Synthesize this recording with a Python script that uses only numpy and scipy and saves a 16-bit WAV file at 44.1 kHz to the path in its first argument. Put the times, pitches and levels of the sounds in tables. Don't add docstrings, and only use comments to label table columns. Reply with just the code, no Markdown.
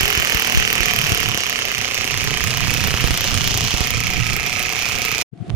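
import sys
import numpy as np
from scipy import signal
from scipy.fft import rfft, irfft
from scipy.io import wavfile
from scipy.ndimage import uniform_filter1d

SR = 44100
rng = np.random.default_rng(int(sys.argv[2]) if len(sys.argv) > 2 else 0)


def volts(x):
    e = np.asarray(x, float) / 20
    return 10 ** e


def int16_out(signal):
    q = np.round(np.clip(np.atleast_2d(signal).T, -1, 1) * 32767)
    wavfile.write(sys.argv[1], SR, q.astype(np.int16))


N = 244755
TIME = np.arange(N) / SR

# start in seconds, level in dB.
AIR_LEVEL = [
    (5.315, -85),
    (5.335, -56),
    (5.4, -47.5),
    (5.47, -41.5),
    (5.55, -40),
]
# frequency in Hz, density in dB per Hz.
AIR_COLOUR = [(180, -35), (300, -16), (593, -30), (701, -17), (961, -41.5), (1040, -35.5), (3520, -42.5),
              (5080, -50.5), (10300, -55), (11500, -85)]
# start in seconds, left dB, right dB, fall in ms.
CASE_TICKS = [
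    (5.376, -40, -40, 2.1),
    (5.481, -34, -32, 1.4),
    (5.4968, -16, -45, 0.27),
    (5.5022, -42, -8.5, .3),
    (5.549, -38, -25, 0.35),
]

# frequency in Hz, density in dB per Hz.
WIND_COLOUR = [(15, -6.5), (40, -3.5), (80, -4), (118, 1.5), (170, -6), (300, -19), (600, -36), (1500, -58),
               (4000, -76)]
# peak time in seconds, peak level in dB, seconds to fall 10 dB.
LEFT_GUSTS = [(0, -30, .3), (.62, -30.5, .12), (.78, -28, .06), (.94, -24, .05), (1.04, -25, .03),
              (1.14, -28, .05), (2.12, -32, .1), (2.25, -27, .05), (2.48, -29.5, .08), (2.63, -29, .12),
              (3.01, -30, .12), (3.12, -25, .12), (3.51, -18, .08), (3.64, -24, .08), (3.85, -27, .1),
              (4.05, -27, .2), (4.23, -28, .12), (4.4, -28, .1), (4.55, -33, .1), (4.69, -29, .08),
              (5.0, -35, .2)]
# peak time in seconds, peak level in dB, seconds to fall 10 dB.
RIGHT_GUSTS = [(0, -28, .4), (.62, -28, .25), (.88, -24.5, .08), (.99, -25, .07), (1.12, -24, .08),
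               (1.285, -19, .07), (1.79, -27, .11), (2.04, -30, .12), (2.19, -24, .1), (2.31, -17, .1),
               (2.46, -19, .12), (2.64, -16.5, .16), (2.78, -19, .12), (2.87, -15.5, .1), (3.05, -19.5, .1),
               (3.35, -15.5, .14), (3.57, -19, .07), (3.64, -14.5, .03), (3.75, -24, .03),
               (3.97, -16.5, .06), (4.08, -21, .1), (4.19, -14.5, .07), (4.31, -17, .06), (4.48, -28, .15),
               (4.62, -28, .15), (4.76, -31, .15), (4.96, -27, .09), (5.15, -31, .1)]
# peak time in seconds, peak level in dB, seconds to fall 10 dB.
LATE_GUSTS = [
    [(5.335, -32, .012), (5.417, -28, .014), (5.49, -25, .015), (5.53, -28, .03)],
    [(5.488, -20, .015), (5.512, -21, .02), (5.545, -20, .02)],
]
# start in seconds, left peak, right peak (full scale 1), length in ms.
PORT_POPS = [(.008, -0.26, 0.03, 20), (0.033, -0.048, -.3, 28), (.175, 0.24, .15, 23),
             (0.198, -0.23, 0.19, 18), (0.222, 0.075, -.1, 18), (0.348, .35, -0.039, 27),
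             (.547, -0.3, .35, 30), (.573, 0.67, -0.47, 39), (0.804, 0, -.32, 35),
             (1.119, -0.54, 0.035, 19), (1.347, 0.16, 0.068, 15), (2.941, 0.087, 0.49, 20),
             (3.042, 0, -0.56, 30), (3.107, -0.027, 0.6, 28), (3.74, -0.036, -0.43, 28),
             (3.807, 0.049, 0.56, 22)]
# centre in seconds, left peak, right peak (full scale 1), pitch in Hz, length in ms.
PORT_BUFFETS = [(5.334, .06, 0, 165, 5), (5.337, .02, 0, 400, 4), (5.359, .018, 0, 300, 5),
                (5.38, .025, .008, 170, 9), (5.412, -.12, 0, 135, 8), (5.426, .17, 0, 170, 4),
                (5.447, .025, .008, 350, 8), (5.488, .05, .16, 150, 6), (5.509, 0, .19, 125, 7),
                (5.527, .04, .12, 100, 8), (5.5435, .02, .36, 75, 6)]

# time in seconds, piston turns per second.
SPEED = [(0.0, 42.667), (0.35, 40.089), (0.6, 39.03), (1.08, 37.898), (1.25, 35.186), (1.4, 33.157),
         (1.6, 31.812), (1.78, 30.795), (2.0, 30.371), (2.4, 30.189), (2.78, 29.871), (3.1, 29.829),
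         (3.4, 29.977), (3.6, 30.265), (3.8, 30.267), (4.0, 30.394), (4.4, 30.534), (5.55, 30.843)]
# time in seconds, nearness in dB, vents facing the phone in dB, chuck ring in dB.
STANCE = [(0, 1.5, -.5, 0), (.3, 0, .5, 0), (.55, -.3, .5, -.5), (.8, .5, 0, .5), (1.06, .7, 0, .5),
          (1.39, -2, .5, -1), (1.61, -3.5, .5, -.5), (2.2, -2.5, .5, 1.5), (2.78, 0, 0, .5),
          (3.05, -1, 0.5, 0), (3.4, -.5, 3.5, -1.5), (3.75, -1, 2.5, -1.5), (3.96, -2.5, 1.5, 4),
          (4.3, -3, .5, 4.2), (4.69, -2, 1, 4.5), (5.22, -1.5, 1.2, 4)]
# time in seconds, lag in samples.
PORT_LAG = [
    (0, 8),
    (1.5, 6),
    (3, 1),
    (5.3, 2),
]
# frequency in Hz, left minus right in dB.
PORT_DIFFERENCE = [(300, 0.5), (800, 0), (1300, -6), (2300, -17), (3500, 0), (4400, -0.5), (5900, -9),
                   (7200, -15), (8600, 14), (11000, 3.5), (13000, 0.5), (15500, -3.5)]
# frequency in Hz, density in dB per Hz.
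DRILL_COLOUR = [(120, -29.5), (200, -8.5), (320, -13.5), (600, -12.5), (930, -9.5), (1700, -4), (2500, 0.5),
                (3200, -3), (3700, -8), (6500, -6.5), (7400, -7.5), (8800, -19), (13300, -17), (15600, -16)]
# frequency in Hz, width in Hz, height in dB.
DRILL_RINGS = [(246.4, 25, 3.5), (433, 150, 7.5), (725, 70, 7.5), (1265, 60, 2.5), (1680, 200, 2),
               (2605, 330, 1.5), (2880, 130, 4), (3080, 160, 5), (3890, 310, -1), (13150, 760, 2)]
# frequency in Hz, width in Hz, dB per dB of chuck ring.
LEANING = [
    (2480, 420, 1.3),
    (3000, 600, -1.5),
    (1280, 140, 1.2),
    (1700, 250, -.3),
]

# low Hz, high Hz, grind between knocks in dB, repeat per turn (0-1),
# scatter in dB, share common to both ports (0-1), trim in dB.
LAYERS = [
    (91.5, 890, -12, .72, 1.5, .84, -1.3),
    (876, 1367, -11.5, 0.6, 2, 0.5, -5.5),
    (1410, 3900, -9, 0.6, .6, 0.4, -1.6),
    (3318, 6320, -5, 0.3, 1.0, 0.36, 0.4),
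    (8000, 11240, -9.5, 0.1, 2, 0.05, -3),
    (11330, 15000, -18.5, 0.3, 2.4, 0.28, -2),
]
LAYER_PART = (0, 0, 1, 2, 3, 3)
# level in dB, then dB per dB of nearness, of facing and of chuck ring.
PARTS = [
    (-31.3, .9, -.1, -.05),
    (-25.5, .6, -.4, .3),
    (-28, .8, 1.05, -.05),
    (-34.7, 1.3, .2, -.05),
]
# share of the turn, rise in ms, fall in ms, wall dB, chuck dB, gears dB, bit dB.
KNOCKS = [
    (0.0, 1.15, .7, -5, -10, -2.5, -6.5),
    (.032, 0.95, 1.4, -6, -9, 1.5, 2),
    (.29, 2.1, 2.4, -1, -6.5, 1, -13),
    (.45, 0.32, 0.68, -8.5, -14, -8, -22),
    (.6, 1.5, 1.0, -18, -10, -7.5, -18.5),
    (.76, 1.6, 1.3, -11, -1.5, -7, -18),
    (.86, 0.5, 0.4, -12, -4, 1.5, -18),
]
# wall dB, chuck dB, gears dB, bit dB.
LOADED_KNOCKS = [(-2, -1.5, -.5, .1), (-2, -1.5, .1, .1), (-.6, .1, .6, 5), (.1, .1, .1, .1),
                 (.1, .1, .1, 3), (-.6, -4, .1, 3), (.1, -.5, -4, .1)]
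LOADED_SHIFT = (0, -.043, -.06, -.03, -.035, 0.01, -.165)
LOADED_GRIND_DB = (.1, .1, .1, .1, 2.2, 2.2)
GRIND_SWAY_DB = (.1, .1, .1, .1, 1.2, 2.2)
# time in seconds, lower bit dB, upper bit dB.
STRIKES = [(0.009, 6, 0), (0.176, 4, -4), (0.273, 4, -4), (0.398, 5, 2), (0.652, -1, -7), (0.729, 1, 8),
           (0.755, 7, 0), (0.833, 5, -1), (0.859, -3, 6), (0.937, 1, 6), (0.963, 0, 4), (0.989, 7, 2),
           (1.121, 8, 0), (1.148, 2, 4), (1.203, 2, 4), (1.26, -4, -7), (1.318, -6, -6), (1.347, 2, 5),
           (1.377, 0, 6), (1.498, 2, 9), (1.56, -1, -8), (1.654, 1, 6), (1.783, 5, 1), (1.848, -8, -4),
           (1.881, -2, -8), (1.946, 2, 8), (2.111, 4, 1), (2.177, 4, 4), (2.243, 2, 5), (2.441, 0, 9),
           (2.475, 5, -1), (2.574, 1, 7), (2.708, 7, 4), (2.741, 2, 6), (2.875, 3, 7), (2.942, -7, -2),
           (2.975, -4, -6), (3.043, 6, -5), (3.11, 4, -3), (3.177, 11, 4), (3.21, -5, 5), (3.344, 6, -4),
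           (3.41, -6, -6), (3.477, -4, 8), (3.543, 0, 4), (3.577, 9, 10), (3.61, 4, -1), (3.808, 7, 5),
           (3.874, -3, 6), (3.907, 5, 10), (4.006, 5, 5), (4.17, -4, -6), (4.203, -5, -6), (4.236, -6, -10),
           (4.334, 2, 4), (4.367, 0, 7), (4.563, -8, -14), (4.596, 5, 5), (4.629, -5, 8), (5.053, 4, 8)]
STRIKE_REACH = (0, 0, .05, .25, 1.25, 1.25)
# time in seconds, barrel Hz, barrel length in ms, barrel dB,
# chuck dB, casing dB, return stroke dB.
BLOWS = [
    (0, 1900, .65, -8.5, -10, -10, -27),
    (1.1, 1900, .65, -8.5, -10.5, -10.5, -25),
    (1.4, 1900, .6, -9, -14, -11, -20),
    (1.65, 2100, .8, -10.5, -24, -11.5, -17),
    (2.2, 2100, .8, -10, -24, -11.5, -16.5),
    (2.45, 1850, .8, -12.5, -26, -16, -16),
    (3.0, 1850, .8, -13, -26, -17, -16),
    (3.25, 2000, .8, -13.5, -30, -17, -19),
    (3.8, 2000, .8, -13.5, -30, -17, -18),
    (3.95, 2230, 1.0, -10.5, -30, -27, -15.5),
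    (5.25, 2230, 1.0, -12, -30, -26, -15),
]
# share of the turn, delay free in ms, delay loaded in ms, length in ms (0: barrel's own).
BLOW_TIMES = [
    (0, -.3, -.5, .9),
    (0, -.3, -.55, 0),
    (0, -.3, -.1, .6),
    (0, .43, .05, 1.0),
    (.25, 0, 0, 1.3),
    (.745, 0, 0, 1.7),
]

LOADED_TURNS_PER_S, FREE_TURNS_PER_S = 30, 39


def unit(x):
    return x / np.sqrt(np.mean(x ** 2, axis=-1, keepdims=True))


def curves(table, outside_db=None):
    s, *columns = np.transpose(table)
    return np.array([np.interp(TIME, s, c, outside_db, outside_db) for c in columns])


def spectrum_at(hz, points):
    corner_hz, corner_db = np.transpose(points)
    return np.interp(np.log(hz), np.log(corner_hz), corner_db)


def shape(points, rings=()):
    hz = np.arange(4097) * SR / 8192 + 1
    bells_db = sum(db / (1 + (2 * (hz - ring_hz) / width_hz) ** 2) for ring_hz, width_hz, db in rings)
    return np.atleast_2d(spectrum_at(hz, points) + bells_db)


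def colour(x, db):
    fold = np.r_[1, 2 * np.ones(4095), np.zeros(4096)]
    cepstrum = irfft(db * np.log(10) / 20)
    response = irfft(np.exp(rfft(fold * cepstrum)))
    return signal.fftconvolve(x, response, axes=-1)[:, :N]


def filtered(x, order, hz, kind):
    return signal.sosfilt(signal.butter(order, hz, kind, fs=SR, output="sos"), x)


def walk(rate, count):
    k = int(SR / rate)
    held = np.repeat(rng.standard_normal((count, N // 200)), k, axis=1)[:, :N]
    return 1.4 * uniform_filter1d(uniform_filter1d(held, k), k)


def open_air():
    mid, side = unit(colour(rng.standard_normal((2, N)), shape(AIR_COLOUR)))
    out = volts(curves(AIR_LEVEL, outside_db=-120)) * np.array([mid + 0.63 * side, mid - .8 * side])
    rustle = filtered(rng.standard_normal((2, N)), 2, [300, 5000], "band")
    for s, left_db, right_db, fall_ms in CASE_TICKS:
        ms = (TIME - s) * 1000
        brush = .4 * rustle * (ms > 0) * np.exp(-np.abs(ms) / fall_ms)
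        snap = np.exp(-(ms / 0.07) ** 2)
        out += volts([[left_db], [right_db]]) * (brush - snap)
    return out


def gusts(ports, breeze_db):
    gust_db = []
    for rows in ports:
        each_db = [peak_db - 10 * np.abs(TIME - s) / fall_s for s, peak_db, fall_s in rows]
        gust_db.append(np.max(each_db, axis=0))
    return np.hypot(volts(breeze_db), volts(gust_db))


def wind(level, flutter_db=1.5):
    rumble = unit(colour(rng.standard_normal((2, N)), shape(WIND_COLOUR)))
    return rumble * level * volts(flutter_db * walk(30, count=2))


def late_wind():
    breeze_db = curves(AIR_LEVEL, outside_db=-120)[0] + 0.1
    opening = np.clip((TIME - AIR_LEVEL[0][0]) / .015, 0, 1)
    level = gusts(LATE_GUSTS, breeze_db) * opening
    return filtered(wind(level, flutter_db=1.0), 2, 70, "high")


def buffets():
    out = np.zeros((2, N))
    for s, left, right, hz, length_ms in PORT_BUFFETS:
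        puff = np.exp(-((TIME - s) * 1000 / length_ms) ** 2)
        out += np.outer([left, right], puff * np.cos(2 * np.pi * hz * (TIME - s)))
    return out


def pops():
    out = np.zeros((2, N))
    for s, left, right, length_ms in PORT_POPS:
        x = np.clip(TIME - s, 0, None) * 1000 / (0.59 * length_ms)
        out += np.outer([left, right], (x > 0) * np.cos(2 * np.pi * x ** 0.7) * np.exp(-1.3 * x))
    return filtered(1.18 * out, 2, 750, "low")


def piston():
    rate = curves(SPEED)[0]
    lead = .1
    done = .636 + np.cumsum(rate) / SR + lead
    return done.astype(int), (done % 1 - lead) / rate * 1000, rate


def stance(rate):
    near_db, facing_db, ring_db = curves(STANCE)
    free = rate - LOADED_TURNS_PER_S
    parts_db = [db + a * near_db + b * facing_db + c * ring_db for db, a, b, c in PARTS]
    parts_db[1] = parts_db[1] + .1 * free
    pan_db = -.8 + 3 * np.exp(-((TIME - 3.08) / .2) ** 2)
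    rebound_db = -.5 + .15 * ring_db - .1 * free
    return parts_db, pan_db, rebound_db, ring_db


def strikes(turn):
    s, lower_db, upper_db = np.transpose(STRIKES)
    listed = turn[(s * SR).astype(int)]
    body_db = [lower_db + upper_db] * 3
    layers_db = np.column_stack(body_db + [np.maximum(lower_db, upper_db), lower_db, upper_db])
    db = np.zeros((200, len(LAYERS)))
    db[listed] = layers_db * STRIKE_REACH
    return listed, db


def clatter(turn, since, repeat):
    repeat = np.clip(repeat, 0, .99)
    fresh = rng.standard_normal((220, 1600))
    rows = signal.lfilter([np.sqrt(1 - repeat ** 2)], [1, -repeat], fresh, axis=0)
    return rows[turn + 20, since]


def knocks(j, turn, ms, rate, load, rebound_db, chance, strike_db):
    part, scatter_db = LAYER_PART[j], LAYERS[j][4]
    gate = 0
    for k, (share, rise_ms, fall_ms, *knock_db) in enumerate(KNOCKS):
        is_blow = k < 2
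        late = ms - (share + LOADED_SHIFT[k] * load) * 1000 / rate
        late = late + 1.1 * (j == 1)
        late = late - (.1 + .25 * share) * chance[turn, k, 7]
        late = late / (1 + .4 * load * (k == 1))
        scatter = scatter_db * (0.83 * chance[turn, k, 8] + 0.72 * chance[turn, k, j])
        size_db = knock_db[part] + LOADED_KNOCKS[k][part] * load
        if is_blow:
            size_db = size_db + scatter + strike_db[turn, j] - 2 * load * (part == 3)
        else:
            size_db = size_db + scatter / 2 + rebound_db
        rise, fall = np.exp(-(late / rise_ms) ** 2), np.exp(-np.abs(late) / fall_ms)
        gate = gate + volts(size_db) * np.where(late < 0, rise, fall)
    return gate


def blows(ms, rate, load, ring_db, pan_db, chance):
    barrel_hz, barrel_ms, barrel_db, chuck_db, casing_db, return_db = curves(BLOWS)
    notes = [(1220, -25), (barrel_hz, barrel_db), (2600, chuck_db), (2960, casing_db),
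             (2530, -31 + 2.2 * ring_db), (2530, return_db)]
    out = 0
    for k, ((hz, db), (share, free_ms, loaded_ms, length_ms)) in enumerate(zip(notes, BLOW_TIMES)):
        jitter_ms = .08 * (1 + 4 * share) * chance[:, max(k - 3, 0), 7]
        late = ms - share * 1000 / rate - jitter_ms
        late = late - free_ms - (loaded_ms - free_ms) * load
        scatter_db = 1.3 * chance[:, 2 + k % 5, 6]
        size = volts(db + scatter_db) * np.exp(-(late / (length_ms or barrel_ms)) ** 2)
        pitch_hz = hz * (1 + .02 * chance[:, k, 3])
        note = size * np.sin(2 * np.pi * pitch_hz * late / 1000)
        left_db = spectrum_at(hz, PORT_DIFFERENCE) + pan_db
        out = out + np.array([volts(left_db) * note, note])
    return out


def drill():
    turn, ms, rate = piston()
    since = np.clip((ms + 4) * SR / 1000, 0, 1599).astype(int)
    parts_db, pan_db, rebound_db, ring_db = stance(rate)
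    chance = rng.standard_normal((200, len(KNOCKS), 9))
    listed, strike_db = strikes(turn)
    chance[listed, :2] *= [1, 1, 1, 1, 0, 0, 1, 1, 0]
    ports_db = shape(DRILL_COLOUR, DRILL_RINGS) + shape(PORT_DIFFERENCE) * np.array([[.5], [-.5]])
    lagged = np.clip(np.arange(N) - curves(PORT_LAG)[0], 0, None).astype(int)
    sway = walk(25, count=1)[0]
    load = np.clip((FREE_TURNS_PER_S - rate) / (FREE_TURNS_PER_S - LOADED_TURNS_PER_S), 0, 1)
    left, right = blows(ms, rate, load, ring_db, pan_db, chance[turn])
    out = np.array([left[lagged], right])
    for j, (low_hz, high_hz, grind_db, repeat, _, shared, trim_db) in enumerate(LAYERS):
        grind_db = grind_db + LOADED_GRIND_DB[j] * load + 2.0 * walk(60, count=1)[0] + GRIND_SWAY_DB[j] * sway
        gate = volts(grind_db) + knocks(j, turn, ms, rate, load, rebound_db, chance, strike_db)
        right, own = (gate * clatter(turn, since, repeat) for _ in range(2))
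        left = shared * right[lagged] + np.sqrt(1 - shared ** 2) * own
        pair = colour(filtered(np.array([left, right]), 3, [low_hz, high_hz], "band"), ports_db)
        if j in (1, 2):
            for hz, width_hz, per_db in LEANING:
                ring = signal.lfilter(*signal.iirpeak(hz, hz / width_hz, fs=SR), pair)
                pair = pair + (volts(per_db * ring_db) - 1) * ring
        pair = pair * volts([pan_db / 2, -pan_db / 2])
        envelope = np.sqrt(uniform_filter1d(pair.mean(axis=0) ** 2, SR // 3) + 1e-9)
        free_top_db = 2.5 * (1 - load) * (j == 5)
        out = out + pair * volts(parts_db[LAYER_PART[j]] + trim_db + free_top_db) / envelope
    return out


def scene():
    fade = np.clip(1 - (TIME - 5.221) * 1000 / 11.0, 0, 1) ** 1.8
    drilling = drill() + wind(gusts([LEFT_GUSTS, RIGHT_GUSTS], breeze_db=-40)) + pops()
    return fade * drilling + late_wind() + buffets() + open_air()


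def band_limit(x):
    return signal.sosfilt(signal.butter(12, 16500, fs=SR, output="sos"), x)


def record(dry):
    top_cut = signal.ellip(8, .3, 50, 15900, fs=SR, output="sos")
    dull = signal.sosfilt(top_cut, np.clip(dry, -1, 1))
    return band_limit(np.clip(dull, -1, 1))


dry = scene()
out = record(dry)
int16_out(out)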